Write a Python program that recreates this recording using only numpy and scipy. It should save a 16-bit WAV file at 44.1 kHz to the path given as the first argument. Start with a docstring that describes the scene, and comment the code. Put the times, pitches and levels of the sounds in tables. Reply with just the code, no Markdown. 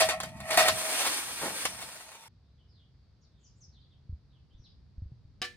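"""A hole saw bites and chatters through the thin steel wall of an upturned pan, breaks through, spins in the
hole and is pulled out while the motor runs down; a jump to a quiet yard has birds, hum, wind and a last knock.
Random tooth contacts shake sheet resonances and scrape as coloured grains; the motor is hiss, gliding tones and
a housing resonance. The yard is coloured noise, the hum a narrow resonance, the birds gliding sines, the wind
low noise with decaying sine puffs; the fitting strikes the modes of the free-standing pan."""
import sys
import numpy as np
from scipy import signal
from scipy.fft import rfft, irfft
from scipy.io import wavfile

SR = 44100
rng = np.random.default_rng(int(sys.argv[2]) if len(sys.argv) > 2 else 0)


def convert_level_to_amplitude(level_db):
    """Map a level in decibels to its linear amplitude factor."""
    exponent = np.asarray(level_db, float) / 20
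    return 10 ** exponent


def int16_out(signal):
    """Quantize to a 16-bit WAV file."""
    q = np.round(np.clip(np.atleast_2d(signal).T, -1, 1) * 32767)
    wavfile.write(sys.argv[1], SR, q.astype(np.int16))


N = 245195


def rms_one(x):
    """Scale to unit rms."""
    return x / np.sqrt(np.mean(x ** 2) + 1e-20)


def in_time(rows):
    """Read table columns as curves over time, one value a sample."""
    s, *columns = np.transpose(rows)
    return [np.interp(np.arange(N) / SR, s, column) for column in columns]


def at_hz(points):
    """Read a (frequency, value) table on the FFT grid, along a log frequency axis."""
    hz, value = np.transpose(points)
    return np.interp(np.log(np.fft.rfftfreq(N, 1 / SR) + 1), np.log(hz + 1), value)


def colour(x, spectrum):
    """Filter by a spectrum; rms 1."""
    return rms_one(irfft(rfft(x) * convert_level_to_amplitude(at_hz(spectrum)), N))


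def filtered(x, order, hz, kind):
    """Butterworth filter."""
    return signal.sosfilt(signal.butter(order, hz, kind, fs=SR, output="sos"), x)


def drift(rate_hz):
    """Slow random wander of rms 1: noise through a two-pole lowpass."""
    r = np.exp(-2 * np.pi * rate_hz / SR)
    noise = rng.standard_normal(N + SR)
    settled = signal.lfilter([1], [1, -2 * r, r * r], noise)[SR:]
    return rms_one(settled)


def resonance(x, hz, width_hz):
    """Two-pole resonance with gain 1 on top."""
    r = np.exp(-np.pi * width_hz / SR)
    poles = [1, -2 * r * np.cos(2 * np.pi * hz / SR), r * r]
    return signal.lfilter([(1 - r * r) / 2, 0, (r * r - 1) / 2], poles, x + 1e-18)


def bursts(rows, rise_s):
    """Envelope of (time [s], level [dB], t60 [s]) events: quick rise, exponential fall."""
    t, out = np.arange(N) / SR, np.zeros(N)
    for s, level_db, t60 in rows:
        age = np.maximum(t - s, 0)
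        fall = convert_level_to_amplitude(level_db - 60 * np.minimum(age / t60, 3))
        out += fall * (1 - np.exp(-age / rise_s))
    return out


def grains(per_s, spread_db):
    """Random clicks of uneven size and either sign; rms 1."""
    sizes = convert_level_to_amplitude(spread_db * np.minimum(rng.exponential(1, N), 5)) * rng.choice([-1, 1], N)
    return rms_one(sizes * (rng.random(N) < per_s / SR))


def patchy(x, patchy_db):
    """Each half octave swells on its own."""
    half_octave = 2 * np.log2(np.fft.rfftfreq(N, 1 / SR) / 300 + 0.0011)
    half_octave, spectrum = np.clip(half_octave, 0, 11), rfft(x)
    out = np.zeros(N)
    for k in range(12):
        band = irfft(spectrum * np.clip(1 - abs(half_octave - k), 0, 1), N)
        out += convert_level_to_amplitude(patchy_db * drift(17)) * band
    return out


def echoes(x, t60, dry_db):
    """Walls around the yard: a separate decaying noise response for each port."""
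    t = np.arange(int(.5 * SR)) / SR
    tails = rng.standard_normal((2, len(t))) * convert_level_to_amplitude(-60 * t / t60) * (t > .003)
    tails /= np.sqrt(np.sum(tails ** 2, axis=1, keepdims=True))
    return convert_level_to_amplitude(dry_db) * x + signal.fftconvolve(x[None], tails, axes=1)[:, :N]


def at_ports(x, lead_s, wet_db):
    """A near source reaches one port before the other; nearby surfaces return mostly the middle range."""
    half_leads = np.array([[1], [-1]]) * lead_s / 2
    spin = np.exp(2j * np.pi * np.fft.rfftfreq(N, 1 / SR) * half_leads)
    middle = filtered(x, 2, [1600, 6000], "band")
    direct = irfft(rfft(x) * spin, N)
    return direct + convert_level_to_amplitude(wet_db) * echoes(middle + 0.28 * x, t60=.1, dry_db=-37)


# spectral tilt of the yard's air: (frequency [Hz], relative density [dB per Hz])
AIR_SPECTRUM = [(18, -41), (30, -21), (59, 4), (129, -2.5), (267, -18.5), (567, -28), (2920, -37.5),
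                (4650, -28.5), (7060, -47), (15000, -63.5)]


def yard():
    """Far rumble and hiss with a wavering hum; alike at both ports only in the bass."""
    mid, side = rng.standard_normal((2, N))
    side = filtered(side, 1, 350, "high")
    mid = filtered(mid, 1, 2500, "low") + 0.9 * mid
    air = np.array([colour(mid + side, AIR_SPECTRUM), colour(mid - side, AIR_SPECTRUM)])
    hum = rms_one(resonance(rng.standard_normal(N), hz=133, width_hz=2.7))
    return convert_level_to_amplitude(-59.5) * air + convert_level_to_amplitude(-69) * hum


# strength of the lumpy wind, before trim: (time [s], level [dB])
WIND_LEVEL = [(2.3, -75), (2.45, -67.5), (5.56, -51)]
# single puffs on the microphone, before trim: (time [s], level [dB], swing frequency [Hz])
WIND_PUFFS = [(4.094, -36, 82), (4.127, -35.5, 69.4), (4.547, -50.5, 49.5), (4.597, -49, 57),
              (4.98, -39, 64.6), (5.02, -35.5, 90), (5.058, -40, 72), (5.118, -43.5, 121), (5.25, -49, 93)]


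def wind():
    """Lumpy low noise and single puffs that swing the diaphragm as decaying sines."""
    low = filtered(rng.standard_normal((2, N)), 2, [35, 130], "band")
    stereo = rms_one(low[0] + 0.6 * low[1] * np.array([[1], [-1]]))
    lumps = convert_level_to_amplitude(in_time(WIND_LEVEL)[0] - 8 + 1.0 * drift(28)) * stereo
    t, puffs = np.arange(N) / SR, np.zeros(N)
    for s, level_db, hz in WIND_PUFFS:
        swing = np.sin(2 * np.pi * hz * (t - s))
        puffs += bursts([(s, level_db + 9, .1)], rise_s=0.0019) * swing
    return lumps + puffs


# far bird notes, before trim and echo:
# (time [s], length [s], start pitch [Hz], end pitch [Hz], level [dB])
BIRD_NOTES = [(2.422, 0.13, 3530, 4200, -86), (2.575, .06, 3330, 2900, -75.5),
              (2.675, 0.084, 5400, 4050, -74.5), (2.738, 0.099, 4280, 2810, -72),
              (2.948, .14, 4570, 4400, -85.5), (3.211, 0.057, 6620, 3200, -73.5),
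              (3.299, 0.2, 4000, 2800, -81.5), (3.39, .05, 6900, 7650, -83),
              (3.43, 0.05, 6980, 4690, -66.5), (3.55, 0.046, 6630, 7860, -80),
              (3.604, 0.048, 6560, 4930, -61.5), (3.72, 0.07, 4600, 3000, -68.5),
              (3.801, 0.048, 4900, 3000, -70), (3.904, 0.034, 4400, 2600, -71.5),
              (4.294, 0.1, 4000, 2700, -77), (4.495, 0.075, 2800, 3900, -75.5),
              (4.575, 0.17, 6000, 4300, -75), (4.637, 0.034, 4690, 3170, -63)]


def birds():
    """Gliding whistles made hoarse by fast pitch wander and blurred by distance."""
    out = np.zeros(N)
    hoarse = .05 * drift(300)
    for s, length_s, start_hz, end_hz, level_db in BIRD_NOTES:
        i, u = int(s * SR), np.linspace(0, 1, int(length_s * SR))
        note = slice(i, i + len(u))
        pitch = (start_hz + (end_hz - start_hz) * u) * (1 + hoarse[note])
        swell = np.sin(np.pi * u) ** .5
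        out[note] += convert_level_to_amplitude(level_db + 7) * swell * np.sin(2 * np.pi * np.cumsum(pitch) / SR)
    return echoes(out, t60=.32, dry_db=-6)


def ring(clicks, hz, t60):
    """A unit click sets a decaying sine ringing from height 1."""
    r, w = convert_level_to_amplitude(-60 / (t60 * SR)), 2 * np.pi * hz / SR
    return signal.lfilter([0, np.sin(w)], [1, -2 * r * np.cos(w), r * r], clicks + 1e-18)


# the knock, before trim: (time [s], level [dB])
FITTING_KNOCK = [(5.417, -20.5)]
# modes of the free-standing pan: (frequency [Hz], relative level [dB], t60 before the cap [s])
PAN_MODES = [(366, -16, 5.0), (484, -14, 0.45), (743, -7.5, 0.48), (1165, -7.5, 0.18), (1363, -20, 5.0),
             (1729, -14, 0.29), (1760, -6.5, 0.31), (2364, -18, 0.27), (2960, -4, 0.1), (3140, -0.5, 0.019),
             (3620, -8, 0.076), (3828, -5.5, 0.17), (4200, -15, 0.3), (4587, -25, 2.2), (4910, -19, 5.0),
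             (5028, 7, 0.045), (5096, -10.5, 0.1), (5346, -31, 0.19), (5814, -24, 0.2)]
# clatter of metal on metal: (frequency [Hz], relative density [dB per Hz])
CLATTER_SPECTRUM = [(120, -31), (200, -11.5), (1020, -22.5), (1780, -9), (5170, -15.5), (15000, -31)]


def fitting():
    """A metal fitting hits the pan: a few bounces into its modes and a dying clatter."""
    s, level_db = FITTING_KNOCK[0]
    bounces = [(s, level_db, .05), (s + .025, level_db - 15, .05), (s + .033, level_db - 14, .07)]
    hits = bursts(bounces, rise_s=.00003)
    blow = np.maximum(np.diff(hits, prepend=0), 0)  # each bounce is a sharp push
    rings = sum(convert_level_to_amplitude(mode_db) * ring(blow, hz, min(t60, .25)) for hz, mode_db, t60 in PAN_MODES)
    clatter_env = convert_level_to_amplitude(-11) * hits + bursts([(s, level_db - 21, .3)], rise_s=0.0019)
    clatter = colour(rng.standard_normal(N), CLATTER_SPECTRUM) * clatter_env
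    return convert_level_to_amplitude(-11) * rings + clatter


# course of the cut, before trims: (time [s], sheet chatter level [dB], tooth grind level [dB],
# motor hiss level [dB], bench rumble level [dB])
CUT_LEVELS = [(0, -25, -23, -35.5, -51), (0.06, -34.5, -40, -44, -45), (0.12, -34, -50, -52.5, -57),
              (0.16, -41.5, -61.5, -67, -53), (0.26, -45.5, -54, -60.5, -47.5),
              (0.33, -52.5, -59, -71, -47.5), (0.43, -44.5, -60, -62.5, -45.5),
              (0.49, -34, -42.5, -49.5, -56.5), (0.55, -33, -41.5, -45.5, -50.5),
              (0.62, -29.5, -31, -37.5, -52), (0.68, -29, -35.5, -42, -48), (0.72, -40.5, -37, -44.5, -44),
              (0.79, -43.5, -43, -37, -55), (0.86, -41.5, -40.5, -40, -63), (0.95, -45, -35.5, -36.5, -69),
              (1.05, -55, -34.5, -38, -64), (1.15, -58.5, -37, -37, -65.6),
              (1.25, -72, -44.5, -43.5, -60.5), (1.33, -67.5, -42, -43.5, -58),
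              (1.4, -49.5, -43, -43.5, -62), (1.46, -41.5, -38, -40.5, -61), (1.53, -55, -46.5, -44, -60),
              (1.59, -81, -46.5, -39, -69), (1.64, -47, -42.5, -42, -61.0),
              (1.72, -56.9, -47.5, -51.5, -54.5), (1.95, -59.5, -54.5, -53.5, -64.5),
              (2.15, -65, -53, -62.5, -71.5), (2.28, -77.5, -56.5, -68.5, -69)]


def cut_levels():
    """Chatter, grind, hiss and rumble fader curves, following how the saw meets the steel."""
    return in_time(CUT_LEVELS)


# brush and fan noise: (frequency [Hz], relative density [dB per Hz])
HISS_SPECTRUM = [(150, -40), (250, -15.5), (680, -18), (741, -18), (1060, -11.5), (1200, -13),
                 (3320, -16.5), (7100, -15), (9350, -7), (11500, -23.5), (12800, -16), (15400, -23)]
# motor whine, before wander: (time [s], pitch [Hz], level [dB])
MOTOR_WHINE = [(1.18, 9600, -80), (1.26, 10050, -52), (1.33, 10400, -72), (1.58, 10400, -72),
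               (1.61, 10250, -45), (1.85, 8130, -54), (2.0, 7030, -62), (2.28, 5360, -65)]
# gear tones: (multiple of the gear pitch, level against the whine [dB])
GEAR_TONES = [(1, -4), (3, -6), (4, -3)]
# drill body resonance: (frequency [Hz], width [Hz], level [dB])
HOUSING_RING = (895, 14, -58.5)


def motor():
    """Brush and fan hiss, a whine with gear tones, and the ringing housing."""
    _, _, hiss_db, _ = cut_levels()
    hiss_gain = convert_level_to_amplitude(hiss_db + 5.0 + 0.82 * drift(20))
    hiss = hiss_gain * colour(rng.standard_normal(N), HISS_SPECTRUM)

    # straight lines in log pitch: speed dies away exponentially
    log_pitch, whine_db = in_time([(s, np.log(hz), level_db) for s, hz, level_db in MOTOR_WHINE])
    phase = 2 * np.pi * np.cumsum(np.exp(log_pitch + .001 * drift(60))) / SR
    gear_phase = .62 * phase
    gear = sum(convert_level_to_amplitude(level_db) * np.sin(k * gear_phase) for k, level_db in GEAR_TONES)
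    whine = convert_level_to_amplitude(whine_db + 1.5 * drift(30)) * (np.sin(phase) + gear)

    hz, width_hz, level_db = HOUSING_RING
    housing = convert_level_to_amplitude(level_db) * rms_one(resonance(rng.standard_normal(N), hz, width_hz))
    return hiss + whine + housing


# modes of the held sheet: (frequency [Hz], width before scaling [Hz], relative level [dB])
SHEET_MODES = [(602, 20, -7), (639.5, 14, 5), (728, 30, -3.5), (817, 16, -11), (1095, 60, -15),
               (1246, 25, -13), (1330, 40, -17.5), (1770, 60, -20), (1880, 100, -11.5), (2280, 100, -20),
               (2480, 90, -16)]


def sheet(force, width_scale):
    """The held sheet rings in its modes under a force, with alternating sign."""
    out = np.zeros(N)
    for k, (hz, width_hz, level_db) in enumerate(SHEET_MODES):
        out += (-1) ** k * convert_level_to_amplitude(level_db) * resonance(force, hz, width_hz * width_scale)
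    return out


# teeth and rim against steel: (frequency [Hz], relative density [dB per Hz])
GRIND_SPECTRUM = [(150, -48), (250, -13), (754, 0), (836, -1), (7100, -9.5), (9350, -9), (10900, -11.5),
                  (11500, -25.5), (12500, -9.5), (15400, -14)]


def grind_colour(x):
    """Give noise or grains the bright spectrum of steel scraping steel; rms 1."""
    return colour(x, GRIND_SPECTRUM)


# saw knocking the rim of the hole, before trims: (time [s], level [dB], ring share [dB])
RIM_KNOCKS = [(0.2014, -21, -6), (0.2334, -23.5, -8), (0.4025, -32, -6), (0.6828, -7.5, -5.5),
              (0.7194, -25, -10), (1.6526, -13.5, -2.5)]


def knocks():
    """Each knock is a short crack that also sets the sheet ringing."""
    white = rng.standard_normal(N)
    crack_rows = [(s, level_db - 6, .05) for s, level_db, _ in RIM_KNOCKS]
    crack = grind_colour(white) * bursts(crack_rows, rise_s=0.00013)
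    blow_rows = [(s, level_db + ring_db, .03) for s, level_db, ring_db in RIM_KNOCKS]
    blow = white * bursts(blow_rows, rise_s=.001)
    rim = convert_level_to_amplitude(16) * resonance(blow, hz=1048, width_hz=60)
    return crack + rim + convert_level_to_amplitude(-1.5) * sheet(blow, width_scale=0.87)


# teeth catching hard in the sheet, before trims: (time [s], level [dB])
TOOTH_BITES = [(0.004, -10), (0.039, -27.5), (0.087, -10), (0.504, -14.5), (0.529, -15), (0.572, -0.5),
               (0.592, -9), (0.624, -16.5), (0.654, -13.5), (0.684, -30.5)]
# saw dragging low in the hole: (time [s], level [dB], t60 [s])
HOLE_RUB = (1.41, -29, 0.44)


def saw():
    """Tooth contacts shake the sheet, scrape the rim and rumble in the bench."""
    chatter_db, grind_db, _, rumble_db = cut_levels()
    bites = bursts([(s, level_db, .12) for s, level_db in TOOTH_BITES], rise_s=0.001)

    teeth = grains(per_s=2500, spread_db=4.0)
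    gain = np.std(sheet(teeth, width_scale=1.0))
    force = teeth * (convert_level_to_amplitude(chatter_db + 1.0) + convert_level_to_amplitude(-15) * bites)
    chatter = sheet(force, width_scale=0.77) / gain
    chatter = filtered(chatter, 3, 520, "high")  # the small sheet radiates no bass

    scrape = patchy(grind_colour(grains(per_s=9900, spread_db=4.0)), patchy_db=1.5)
    scrape = scrape * (convert_level_to_amplitude(grind_db + 3.7 * drift(25)) + convert_level_to_amplitude(-14) * bites)

    bench_noise, drag_noise = rng.standard_normal((2, N))
    bench = filtered(bench_noise, 3, [55, 200], "band")
    bench = bench + convert_level_to_amplitude(5) * resonance(bench_noise, hz=174, width_hz=6.8)
    rumble = convert_level_to_amplitude(rumble_db + 1.4) * rms_one(bench)

    drag = rms_one(filtered(drag_noise, 2, [150, 1100], "band"))
    drag = drag * bursts([HOLE_RUB], rise_s=0.017)
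    return chatter + scrape + rumble + drag


# lead of the left port: (sheet [s], motor [s], standing pan [s])
PORT_LEADS = (102e-6, -88e-6, 20e-6)


def scene():
    """The drill until the jump, then the quiet yard."""
    jump_s, fade_s = 2.283, 0.0012
    sheet_lead, motor_lead, pan_lead = PORT_LEADS
    drilling = np.clip((jump_s - np.arange(N) / SR) / fade_s, 0, 1)
    quiet = yard() + wind() + birds() + at_ports(fitting(), pan_lead, wet_db=-3.5)
    drill = at_ports(motor(), motor_lead, wet_db=0.0)
    drill = drill + at_ports(saw() + knocks(), sheet_lead, wet_db=-1.5)
    return drilling * drill + (1 - drilling) * quiet


def top_cut(x):
    """Nothing passes above the cut-off."""
    return signal.sosfilt(signal.butter(12, 15570, fs=SR, output="sos"), x)


def record(dry):
    """Peaks are rounded by soft saturation and a narrow stretch of the treble is notched out."""
    rounded = 0.51 * np.tanh(dry / 0.57)
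    gap = signal.cheby2(4, 40, [11250, 11950], "stop", fs=SR, output="sos")
    mix = signal.sosfilt(gap, rounded)
    return top_cut(mix)


dry = scene()
out = record(dry)
int16_out(out)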